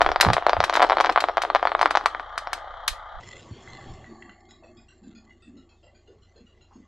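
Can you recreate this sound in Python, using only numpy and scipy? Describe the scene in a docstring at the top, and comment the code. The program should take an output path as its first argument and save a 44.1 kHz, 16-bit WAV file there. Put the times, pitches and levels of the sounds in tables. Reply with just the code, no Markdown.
"""On asphalt beside an idling car, a tyre rolls over bubble wrap. Air cells burst in a dense run,
each a briefly ringing puff; the film crinkles and sometimes rips with a bright snap, over engine
whir and a few gusts of wind. The scene then changes abruptly: a hand lays a stack of biscuits on the
road and nudges them into a row. Friction makes small scrapes and impacts make ringing clicks, while
the hollow under the car resonates and the engine chuffs softly."""
import sys
import numpy as np
from scipy import signal
from scipy.fft import rfft, irfft
from scipy.io import wavfile
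from scipy.ndimage import uniform_filter1d

SR = 44100
rng = np.random.default_rng(int(sys.argv[2]) if len(sys.argv) > 2 else 0)


def put_to_file(sound):
    """Save the sound as 16-bit audio at rate SR, in the file named by the first command-line argument."""
    columns = np.atleast_2d(sound).T  # one column per channel
    safe = np.clip(columns, -1, 1)
    whole_steps = np.round(safe * 32767)
    wavfile.write(sys.argv[1], SR, whole_steps.astype(np.int16))


N = 302967
TIME = np.arange(N) / SR
CHANGE_S = 3.2  # from the wheel to the biscuits
USUAL_SNAP_DB = -27  # treble of a typical pop against the whole pop

# Levels in the tables are relative: each source applies its own gain.
# spectrum of the engine whir: frequency_hz, level_db
WHIR_SPECTRUM = [(90, -39.5), (200, -31.5), (400, -24), (520, -9.5), (730, 1), (1000, -6.5), (1200, 0),
                 (1600, -8.5), (2050, -13), (2350, -31.5), (2700, -38.5), (3100, -15.5), (3900, -23),
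                 (4900, -40), (7000, -44.5), (9000, -73)]
# envelope of the whir: time_s, level_db
WHIR_ENVELOPE = [(0, -39.5), (.45, -37.5), (1.3, -45.5), (2.1, -40.5), (2.6, -40), (3.2, -42.5)]
# thin tones in the whir: pitch_hz, level_db
WHIR_TONES = [(860, -53.5), (1210, -48.5), (1340, -59.5)]
# engine hum, firing rate first: pitch_hz, at_wheel_db, at_sill_db
IDLE_PARTIALS = [(31.4, -53.5, -66.5), (62.5, -59.5, -66.5), (87.8, -63.5, -64.5)]
# spectrum of the wind: frequency_hz, level_db
WIND_SPECTRUM = [(15, -3.5), (30, 5), (60, -5), (110, -15.5), (200, -30), (500, -44), (3000, -86)]
# gusts of wind: peak_s, level_db, half_length_s
WIND_GUSTS = [(0.044, -33.5, 0.13), (0.297, -38, 0.072), (0.566, -38, .04), (.9, -53.5, 0.14),
              (2.7, -58.5, 0.11), (2.916, -41, 0.03), (3.177, -43.5, 0.045)]
# spectrum of the creasing sheet: frequency_hz, level_db
CRINKLE_SPECTRUM = [(190, -19), (310, 5), (750, 3.5), (1500, -8), (2600, -10.5), (4000, -13.5),
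                    (6500, -29.5), (9000, -36.5), (12000, -59)]
# the louder air cells bursting: start_s, level_db, pitch_hz, snap_db
CELL_BURSTS = [(0.007, -1.5, 732, -27), (0.016, 2, 787, -23), (0.062, -1, 797, -22.5),
               (0.089, -5.5, 777, -26), (0.116, -6.5, 730, -20.5), (0.159, -3, 779, -23.5),
               (0.2, -3.5, 880, -14.5), (0.227, -5, 915, -19), (0.232, -7.5, 700, -21.5),
               (0.248, -1, 904, -22.5), (0.265, -6, 721, -24), (0.286, -4, 715, -24.5),
               (0.301, -3, 681, -24), (0.332, -4, 755, -12), (0.366, -3.5, 741, -21),
               (0.38, -6.5, 545.4, -21), (0.465, 1.5, 760, -32.5), (0.484, -6.5, 666, -28),
               (0.494, 0, 638, -15), (0.531, -1.5, 710, -28), (0.566, -7.5, 606, -24.5),
               (0.603, 1.5, 673, -14), (0.638, -2, 1310, -33), (0.696, -3, 766, -17.5),
               (0.726, -10.5, 690, -21), (0.735, -8.5, 1050, -17.5), (0.753, -2.5, 1100, -18.5),
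               (0.769, -1.5, 940, -8.5), (0.772, -3, 830, -30), (0.795, -7.5, 760, -25.5),
               (0.803, -1, 724, -27.5), (0.818, 0, 720, -20), (0.825, -0.5, 593, -19),
               (0.828, 0.5, 810, -13.5), (0.833, -4, 754, -30), (0.84, -6.5, 812, -27.5),
               (0.846, -3.5, 792, -34.5), (0.897, -2, 732, -23.5), (0.906, -4, 719, -29),
               (0.919, -1.5, 767, -28), (0.928, -5, 710, -18), (0.969, -3.5, 670, -30.5),
               (0.983, -5.5, 1090, -21), (1.001, -0.5, 660, -21.5), (1.008, -1, 719, -21),
               (1.04, -8.5, 1049, -25), (1.045, -2.5, 694, -22.5), (1.059, -5.5, 1922, -19),
               (1.068, -8, 703, -18.5), (1.092, -5.5, 840, -30), (1.096, -3, 756, -23.5),
               (1.159, 1, 1132, -29), (1.175, 1, 820, -27), (1.182, -6.5, 776, -19),
               (1.202, -14, 1030, -15.5), (1.239, -2.5, 715, -25.5), (1.285, -6.5, 752, -26),
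               (1.295, -10.5, 650, -32.5), (1.37, -3.5, 694, -25), (1.379, -4.5, 690, -24),
               (1.418, -7.5, 1122, -15.5), (1.435, -9.5, 675, -23), (1.449, -9, 670, -22),
               (1.5, -5.5, 870, -32), (1.548, 0.5, 656, -23), (1.557, -3, 847, -22),
               (1.562, -6, 802, -25.5), (1.627, -5, 665, -30.5), (1.652, -3, 689, -32.5),
               (1.671, -2.5, 1207, -29.5), (1.717, -7.5, 690, -21.5), (1.749, -1, 1040, -35.5),
               (1.792, -10, 799, -20), (1.812, -0.5, 850, -23.5), (1.828, -2, 828, -28.5),
               (1.857, 2.5, 1038, -29), (1.908, -4.5, 1090, -29), (1.951, -0.5, 1010, -34.5),
               (1.956, -5, 826, -14), (1.971, -0.5, 844, -19), (2.058, 1, 951, -20.5),
               (2.147, -12.5, 1223, -32.5), (2.196, -12.5, 1226, -32.5), (2.377, -10.5, 1360, -26),
               (2.471, -13, 813, -28), (2.53, -9, 1200, -21)]
# tone colour of the pops, hollow peaks near 710 and 1140 Hz and dips near 440 and 2700 Hz:
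# centre_hz, quality_factor, added_share
POP_COLOUR = [(440, 1.2, -0.38), (712, 8, 0.6), (1140, 4.6, 0.31), (2700, 4.6, -0.58)]
# reverberation time between road and car body: frequency_hz, t60_s
SPACE_DECAY = [(250, .26), (1000, .22), (3000, .2), (7000, .19), (14000, .15)]
# spectrum of the reflections there: frequency_hz, level_db
SPACE_SPECTRUM = [(150, -6), (400, -4), (800, -1), (1500, 0), (2600, -1), (4000, 2), (8000, 1), (15000, -2)]
# the film ripping open: start_s, level_db
FILM_RIPS = [(0.0161, -17), (0.2095, -1.5), (0.3322, -12.5), (0.3406, -21), (0.6405, -13.5),
             (0.7387, -17.5), (0.7607, -16), (0.823, -16), (1.0083, -18.5), (1.1223, -24.5),
             (1.2047, -15.5), (1.4206, -17.5), (1.8157, -20), (1.9073, -20), (2.0587, -17.5), (2.3784, -20),
             (2.531, -17), (2.8785, -8)]
# spectrum of tearing film: frequency_hz, level_db
FILM_SPECTRUM = [(200, -32), (600, -14.5), (1300, 3.5), (2600, -2), (4000, -1), (7000, -9), (12000, -9),
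                 (16000, -18.5)]
# soft bumps of air, then of the hand: start_s, level_db, centre_hz, length_s
SOFT_BUMPS = [(0.257, -18.5, 103.2, 0.073), (0.566, -32, 84.5, 0.09), (3.505, -33.5, 119, 0.028),
              (4.254, -53, 228, 0.12), (4.624, -50, 640, 0.05), (5.012, -47, 226.7, 0.23),
              (5.453, -49.5, 246.5, 0.2), (5.556, -48, 230.4, 0.068), (5.825, -59, 614, 0.16),
              (6.071, -53.5, 400, 0.13), (6.355, -56.5, 451, 0.084), (6.403, -53, 217.5, 0.075),
              (6.704, -58.5, 970, 0.083), (6.752, -47.5, 237, 0.092)]
# spectrum of the hiss under the car: frequency_hz, level_db
HISS_SPECTRUM = [(60, 4), (130, 8.5), (250, -7.5), (350, -0.5), (550, -3.5), (750, -8), (1150, -10),
                 (1500, -18), (2000, -22), (3000, -14.5), (4500, -23), (6200, -24.5), (7400, -26),
                 (8000, -32.5), (8900, -75)]
# envelope of that hiss: time_s, level_db
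HISS_ENVELOPE = [(3.2, -46.5), (3.7, -49), (3.9, -48), (4.1, -55), (4.4, -94), (4.8, -71), (6.87, -62.5)]
# resonances of the hollow under the car: centre_hz, width_hz, level_db
HOLLOW_MODES = [(368.7, 76, -4), (763, 290, 4.5), (1143, 147, 1), (1794, 300, -2), (2114, 120, -8),
                (4424, 190, -5), (7120, 660, -6)]
# envelope of the hollow's ring: time_s, level_db
HOLLOW_ENVELOPE = [(3.2, -67), (3.7, -52), (4.05, -55.5), (4.25, -53), (4.42, -62.5), (4.7, -64),
                   (5.1, -72.5), (5.5, -71.5), (6.87, -79)]
# spectrum of biscuit faces rubbing: frequency_hz, level_db
RUB_SPECTRUM = [(80, -5), (170, -8.5), (240, 5.5), (290, -7), (350, 7.5), (500, -21), (650, -5),
                (1000, -71.5), (1500, -63.5)]
# envelope of the rubbing: time_s, level_db
RUB_ENVELOPE = [(3.21, -57.5), (3.8, -47), (4.05, -43), (4.4, -58), (4.7, -48), (4.9, -59), (5.3, -54.5),
                (5.7, -62), (6.87, -63.5)]
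# envelope of the scraping on grit: time_s, level_db
GRIT_ENVELOPE = [(3.21, -46.5), (3.32, -43), (3.55, -64), (3.7, -44.5), (4, -65.5), (4.35, -69),
                 (5.3, -65.5), (5.75, -76.5), (6.4, -71), (6.87, -70.5)]
# resonances of a biscuit: centre_hz, width_hz, level_db
BISCUIT_MODES = [(1400, 1800, 0.5), (2016, 150, 6), (2760, 193, -7), (3296, 350, 0), (4170, 560, -1),
                 (4850, 120, -20.5), (5290, 114, -8), (6350, 1020, -9), (7250, 870, -1)]
# biscuits knocking together: start_s, level_db, centre_hz
BISCUIT_KNOCKS = [(3.33, -34, 2820), (3.675, -30.5, 1920), (3.741, -38, 3210), (3.8073, -38, 1800),
                  (3.937, -36.5, 4230), (4.0422, -30, 2080), (4.223, -29, 2120), (4.2936, -30, 2010),
                  (4.5081, -35, 3890)]
# resonances of the engine's chuff: centre_hz, width_hz, level_db
CHUFF_MODES = [(1420, 410, 1), (1940, 250, -7.5), (2740, 330, 3), (3370, 320, -5.5), (4016, 310, -6),
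               (4480, 520, -9), (5290, 430, -10), (6486, 440, -23), (7170, 170, -2.5)]


def amp(db):
    """Decibels as an amplitude ratio."""
    return 10 ** (np.asarray(db) / 20)


def unit(x):
    """Normalisation to an RMS of one."""
    return x / np.sqrt(np.mean(x ** 2) + 1e-20)


def curve_at(points, hz):
    """Interpolation on a logarithmic frequency axis."""
    f, value = np.transpose(points)
    return np.interp(np.log(hz + 1), np.log(f + 1), value)


def envelope(points):
    """Amplitude over time, interpolated in decibels."""
    return amp(np.interp(TIME, *np.transpose(points)))


def add(mix, start_s, sound):
    """Superposition of a sound on the mix, in place."""
    part = mix[..., max(round(start_s * SR), 0):][..., :sound.shape[-1]]
    part += sound[..., :part.shape[-1]]


def colour(x, spectrum):
    """Zero-phase filtering by a spectrum."""
    hz = np.fft.rfftfreq(x.shape[-1], 1 / SR)
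    return irfft(rfft(x) * amp(curve_at(spectrum, hz)), x.shape[-1])


def band(x, hz, q):
    """A single second-order resonance."""
    return signal.lfilter(*signal.iirpeak(min(hz, SR / 3), max(q, .5), SR), x)


def modal(x, modes, top_hz=7900):
    """Parallel resonances with deep valleys between them, cut off steeply at the top."""
    f = np.fft.rfftfreq(x.shape[-1], 1 / SR)
    gain = sum(amp(db) / np.sqrt(width) / (1 + (3.33 * (f - hz) / width) ** 2) for hz, width, db in modes)
    return irfft(rfft(x) * gain / np.sqrt(1 + (f / top_hz) ** 50), x.shape[-1])


def varied_ring(modes, samples, detune, spread_db):
    """Noise excites the modes, each halved in width and perturbed in pitch and level."""
    chance = rng.standard_normal((len(modes), 2))
    varied = [(hz * (1 + detune * a), width / 2, db + spread_db * b)
              for (hz, width, db), (a, b) in zip(modes, chance)]
    return modal(rng.standard_normal(samples), varied)


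def pair(x, apart):
    """Sum and difference turn two unrelated signals into a partly coherent left and right."""
    return np.array([x[0] + apart * x[1], x[0] - apart * x[1]])


def grains(per_s, spread_db):
    """Two Poisson trains of impulses of uneven size."""
    size = amp(spread_db * np.minimum(rng.exponential(1, (2, N)), 4))
    return size * rng.standard_normal((2, N)) * (rng.random((2, N)) < per_s / SR)


def patchy(x, depth_db):
    """Random modulation in patches of time and frequency makes the timbre drift."""
    spectra = signal.stft(x, nperseg=1024, noverlap=768)[2]
    field = uniform_filter1d(rng.standard_normal(spectra.shape[1:]), size=9, axis=0)
    field = unit(uniform_filter1d(field, size=12, axis=1))
    return signal.istft(spectra * amp(depth_db * field), nperseg=1024, noverlap=768)[1][:, :N]


def waver(hz, depth):
    """A tone under slow random frequency modulation."""
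    drift = unit(uniform_filter1d(rng.standard_normal(N), size=5000))
    return np.sqrt(2) * np.sin(2 * np.pi * np.cumsum(hz * (1 + depth * drift)) / SR)


def engine_whir(tones_db=-1):
    """Fan, belts and valves: noise amplitude-modulated at the firing rate, and a few thin tones."""
    air = unit(colour(patchy(rng.standard_normal((2, N)), depth_db=1.5), WHIR_SPECTRUM))
    firing_phase = TIME * IDLE_PARTIALS[0][0] % 1
    ticking = uniform_filter1d(unit(1 + 1.1 * np.exp(-firing_phase / .2)), size=60)
    tones = sum(amp(db + tones_db) * waver(hz, depth=.0047) for hz, db in WHIR_TONES)
    return pair(air, apart=.2) * ticking * envelope(WHIR_ENVELOPE) + tones


def engine_idle(at_wheel):
    """Periodic firing hums at its own rate and near its multiples."""
    return sum(waver(hz, depth=.012) * amp(sill_db + (wheel_db - sill_db) * at_wheel)
               for hz, wheel_db, sill_db in IDLE_PARTIALS)


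def wind(calm_db=-61.5, left_db=-6, right_db=2):
    """Turbulent pressure makes a low rumble that swells with each gust."""
    gusts = sum(amp(db) * np.exp(-((TIME - at) / half) ** 2) for at, db, half in WIND_GUSTS)
    rumble = unit(colour(rng.standard_normal((2, N)), WIND_SPECTRUM))
    return pair(rumble, apart=.71) * (amp(calm_db) + gusts) * amp([[left_db], [right_db]])


def strain(rise_s=.012, fall_s=.06):
    """Strain in the sheet, 0-1, builds before each loud burst and relaxes exponentially after it."""
    t = np.arange(0, N / SR, .002)
    work = sum(amp(db) * np.exp(-np.maximum((at - t) / rise_s, (t - at) / fall_s))
               for at, db, _, _ in CELL_BURSTS)
    return np.interp(TIME, t, work / work.max())


def sheet_crinkle(full_strain_db=-30, exponent=.91):
    """Creasing under the tread emits tiny impulses, their amplitude a power law of strain."""
    ticks = unit(colour(patchy(grains(per_s=1100, spread_db=3), depth_db=4), CRINKLE_SPECTRUM))
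    return pair(ticks, apart=.2) * strain() ** exponent * amp(full_strain_db)


def small_cells(limit=60, full_strain_per_s=36, top_db=-12, spread_db=9, pitch_hz=860, snap_range_db=14.5):
    """Weak bursts occur at a rate proportional to strain; rows as in CELL_BURSTS."""
    expected = np.cumsum(strain()) * full_strain_per_s / SR
    jitter, size, pitch, snap = rng.random((limit, 4)).T
    counts = np.arange(limit) + jitter
    cells = np.column_stack([np.interp(counts, expected, TIME), top_db - spread_db * size,
                             pitch_hz * 2 ** (pitch - .5), USUAL_SNAP_DB + snap_range_db * (snap - .5)])
    return list(cells[counts < expected[-1]])


def air_puff(samples, ring_hz, snap_db, low_hz, q=1.2, rupture_hz=2592, db_per_octave=7.5):
    """A damped resonator too small to radiate bass; a quicker rupture gives more treble."""
    s = 1j * np.fft.rfftfreq(samples, 1 / SR)
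    resonance = -s / (1 + s / ring_hz / q + (s / ring_hz) ** 2)
    bass = s / low_hz
    radiation = bass ** 2 / (1 + 1.2 * bass + bass ** 2) * s ** 2 / (s ** 2 + 300 * s + 290 ** 2)
    edge_hz = rupture_hz * 2 ** ((snap_db - USUAL_SNAP_DB) / db_per_octave)
    puff = irfft(resonance * radiation / (1 + s / edge_hz) ** 2)
    return puff / abs(puff).max()


def cell_paths(t, distance, scatter_s=.0065, echo_db=-15):
    """Multipath propagation: direct sound, scatter and an echo off the car, set by distance (0-1)."""
    scatter = pair(colour(rng.standard_normal((2, len(t))), SPACE_SPECTRUM), apart=.2)
    paths = scatter * np.exp(-t / scatter_s) * (t > .0009)
    paths *= amp(-12 + 5 * distance) / np.linalg.norm(paths[0])
    add(paths, 0, np.ones(1))
    add(paths, .005 + .007 * distance, amp(echo_db) * np.ones(1))
    return paths


def cell_pops(ring_ratio=1.045, onset_delay_s=.0011, thinning_s=4.6, muffle_hz=5600, flap_db=-21,
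              gain_db=-2):
    """Sudden pressure release: each bursting cell lets go a ringing puff with a hollow tone colour."""
    out, t = np.zeros((2, N)), np.arange(2048) / SR
    for at, db, pitch_hz, snap_db in list(CELL_BURSTS) + small_cells():
        cover, film, distance = rng.random(3)
        low_hz = 450 * 2 ** (at / thinning_s)  # the pops lose body as the wheel rolls off
        puff = air_puff(len(t), pitch_hz * ring_ratio, snap_db, low_hz)  # just above the listed pitch
        flap = np.sin(2 * np.pi * 1500 * 4 ** film * t) * np.exp(-t / .0018)  # the torn skin vibrates
        tread_cover = signal.butter(6, muffle_hz * (.65 + .6 * cover), fs=SR, output="sos")
        pop = signal.sosfilt(tread_cover, puff + amp(flap_db - 2 * film) * flap)
        heard = signal.fftconvolve(cell_paths(t, distance), pop[None], axes=1)
        add(out, at + onset_delay_s, amp(db + gain_db) * heard)
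    return out + sum(share * band(out, hz, q) for hz, q, share in POP_COLOUR)


def reverberate(x, wet_db):
    """Reflections from car body and yard add a faint tail whose treble decays fastest."""
    t = np.arange(SR // 2) / SR
    hz, when, spectra = signal.stft(pair(rng.standard_normal((2, len(t))), apart=.36), SR, nperseg=256)
    decay = amp(-60 * when / curve_at(SPACE_DECAY, hz)[:, None])
    tail = signal.istft(spectra * decay, SR, nperseg=256)[1][:, :len(t)] * (t > .006)
    response = colour(amp(wet_db) * unit(tail), SPACE_SPECTRUM) / np.sqrt(len(t))
    return x + signal.fftconvolve(x, response, axes=1)[:, :N]


def film_rips(rise_s=.00023, decay_s=.0062, bright_hz=8640, db_per_octave=19.5, s_per_octave=3.5,
              gain_db=-5):
    """Fracture runs through the film, radiating a few milliseconds of bright noise."""
    out, t = np.zeros((2, N)), np.arange(4096) / SR
    burst = (1 - np.exp(-t / rise_s)) * np.exp(-t / decay_s)
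    for at, db in FILM_RIPS:
        fizz = colour(rng.standard_normal((2, len(t))), FILM_SPECTRUM)
        # harder rips are brighter, as are later ones, when the wheel uncovers the sheet
        cutoff_hz = min(bright_hz * 2 ** (db / db_per_octave + at / s_per_octave), SR / 2.5)
        fizz = unit(signal.lfilter(*signal.butter(2, cutoff_hz, fs=SR), fizz))
        add(out, at, amp(db + gain_db) * pair(fizz, apart=.4) * burst)
    return out


def soft_bumps(hand_q=3.9, rise_share=.24):
    """Air buffets, and later the hand, make dull swells of band-limited noise."""
    out, t = np.zeros(N), np.arange(SR // 2) / SR
    for at, db, hz, length_s in SOFT_BUMPS:
        rise = t / (length_s * rise_share)
        swell = rise * np.exp(1 - rise)
        q = hand_q if at > CHANGE_S else hand_q / 2.4  # air buffets have little pitch
        thud = band(band(rng.standard_normal(len(t)), hz, q), hz, q / 2) * swell
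        add(out, at, amp(db) * unit(thud) * np.sqrt(np.mean(swell ** 2)))
    return out


def underbody():
    """Hiss beside the sill, and the cavity resonance of the hollow under the car."""
    noise = patchy(rng.standard_normal((2, N)), depth_db=3.5)
    hiss = unit(colour(noise[0], HISS_SPECTRUM)) * envelope(HISS_ENVELOPE)
    return hiss + unit(modal(noise[1], HOLLOW_MODES)) * envelope(HOLLOW_ENVELOPE)


def biscuit_rubbing(body_db=-5, grit_db=-4):
    """Sliding friction: dry faces make low noise, and road grit excites the biscuit's modes."""
    body = unit(colour(patchy(rng.standard_normal((2, N)), depth_db=3.5), RUB_SPECTRUM))[0]
    grit = unit(modal(patchy(grains(per_s=500, spread_db=3), depth_db=7), BISCUIT_MODES))[0]
    return amp(body_db) * body * envelope(RUB_ENVELOPE) + amp(grit_db) * grit * envelope(GRIT_ENVELOPE)


def biscuit_clicks(rise_s=.00085, tick_s=.0031, slide_s=.069, slide_db=-16.5, gain_db=-7):
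    """Impact excites a biscuit's modes as it tips against the next; a brief slide follows."""
    out, t = np.zeros(N), np.arange(8192) / SR
    contact = np.exp(-t / tick_s) + amp(slide_db) * np.exp(-(t / slide_s) ** 2)
    contact *= 1 - np.exp(-t / rise_s)
    for at, db, centre_hz in BISCUIT_KNOCKS:
        ring = varied_ring(BISCUIT_MODES, len(t), detune=.03, spread_db=5)
        add(out, at, amp(db + gain_db) * unit(band(ring, centre_hz, q=2.8)) * contact)
    return out


def engine_chuffs(start_s=4.498, cycle_s=.132, jitter_s=.016, rise_s=.0013, length_s=.064,
                  start_db=-60, db_per_s=-2, uneven_db=4, centre_hz=4180, spread_octaves=.083):
    """One cylinder emits a pulse of resonant hiss each cycle, uneven in time, strength and timbre."""
    out, t = np.zeros(N), np.arange(8192) / SR
    swell = (1 - np.exp(-t / rise_s)) * np.exp(-(t / length_s) ** 2)
    for at in np.arange(start_s, N / SR, cycle_s):
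        ring = varied_ring(CHUFF_MODES, len(t), detune=.05, spread_db=4)
        hz = centre_hz * 2 ** (spread_octaves * rng.standard_normal())
        db = start_db + db_per_s * (at - start_s) + uneven_db * rng.uniform(-1, 1)
        add(out, at + jitter_s * rng.uniform(-1, 1), amp(db) * unit(band(ring, hz, q=.88)) * swell)
    return out


def from_left(x, left_db=.9, right_db=-1, lag_s=.000018):
    """A level difference sets the wheel slightly to the left; the left channel also lags minutely."""
    delay = np.exp(-2j * np.pi * np.fft.rfftfreq(N, 1 / SR) * lag_s)
    return np.array([irfft(rfft(x[0]) * delay, N), x[1]]) * amp([[left_db], [right_db]])


def scene():
    """Superposition: the wheel on the wrap, then a 2 ms crossfade to the biscuits in the centre."""
    at_wheel = np.clip((CHANGE_S - TIME) / .002 + 1, 0, 1)
    rips = reverberate(film_rips(), wet_db=-13)
    pops = reverberate(cell_pops(), wet_db=-16)
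    wrap = from_left(pops + rips + sheet_crinkle() + engine_whir())
    bumps = soft_bumps() * amp(at_wheel * np.array([[-4], [2]]))  # air hits harder on the right
    wheel = wrap + wind()
    biscuits = underbody() + biscuit_rubbing() + biscuit_clicks() + engine_chuffs()
    return at_wheel * wheel + (1 - at_wheel) * biscuits + engine_idle(at_wheel) + bumps


def record(dry, edge_hz=15900):
    """Hard clipping at full scale, then a low-pass band limit."""
    lowpass = signal.firwin(511, edge_hz, window=("kaiser", 9), fs=SR)
    return signal.oaconvolve(np.clip(dry, -1, 1), lowpass[None], "same")


dry = scene()
out = record(dry)
put_to_file(out)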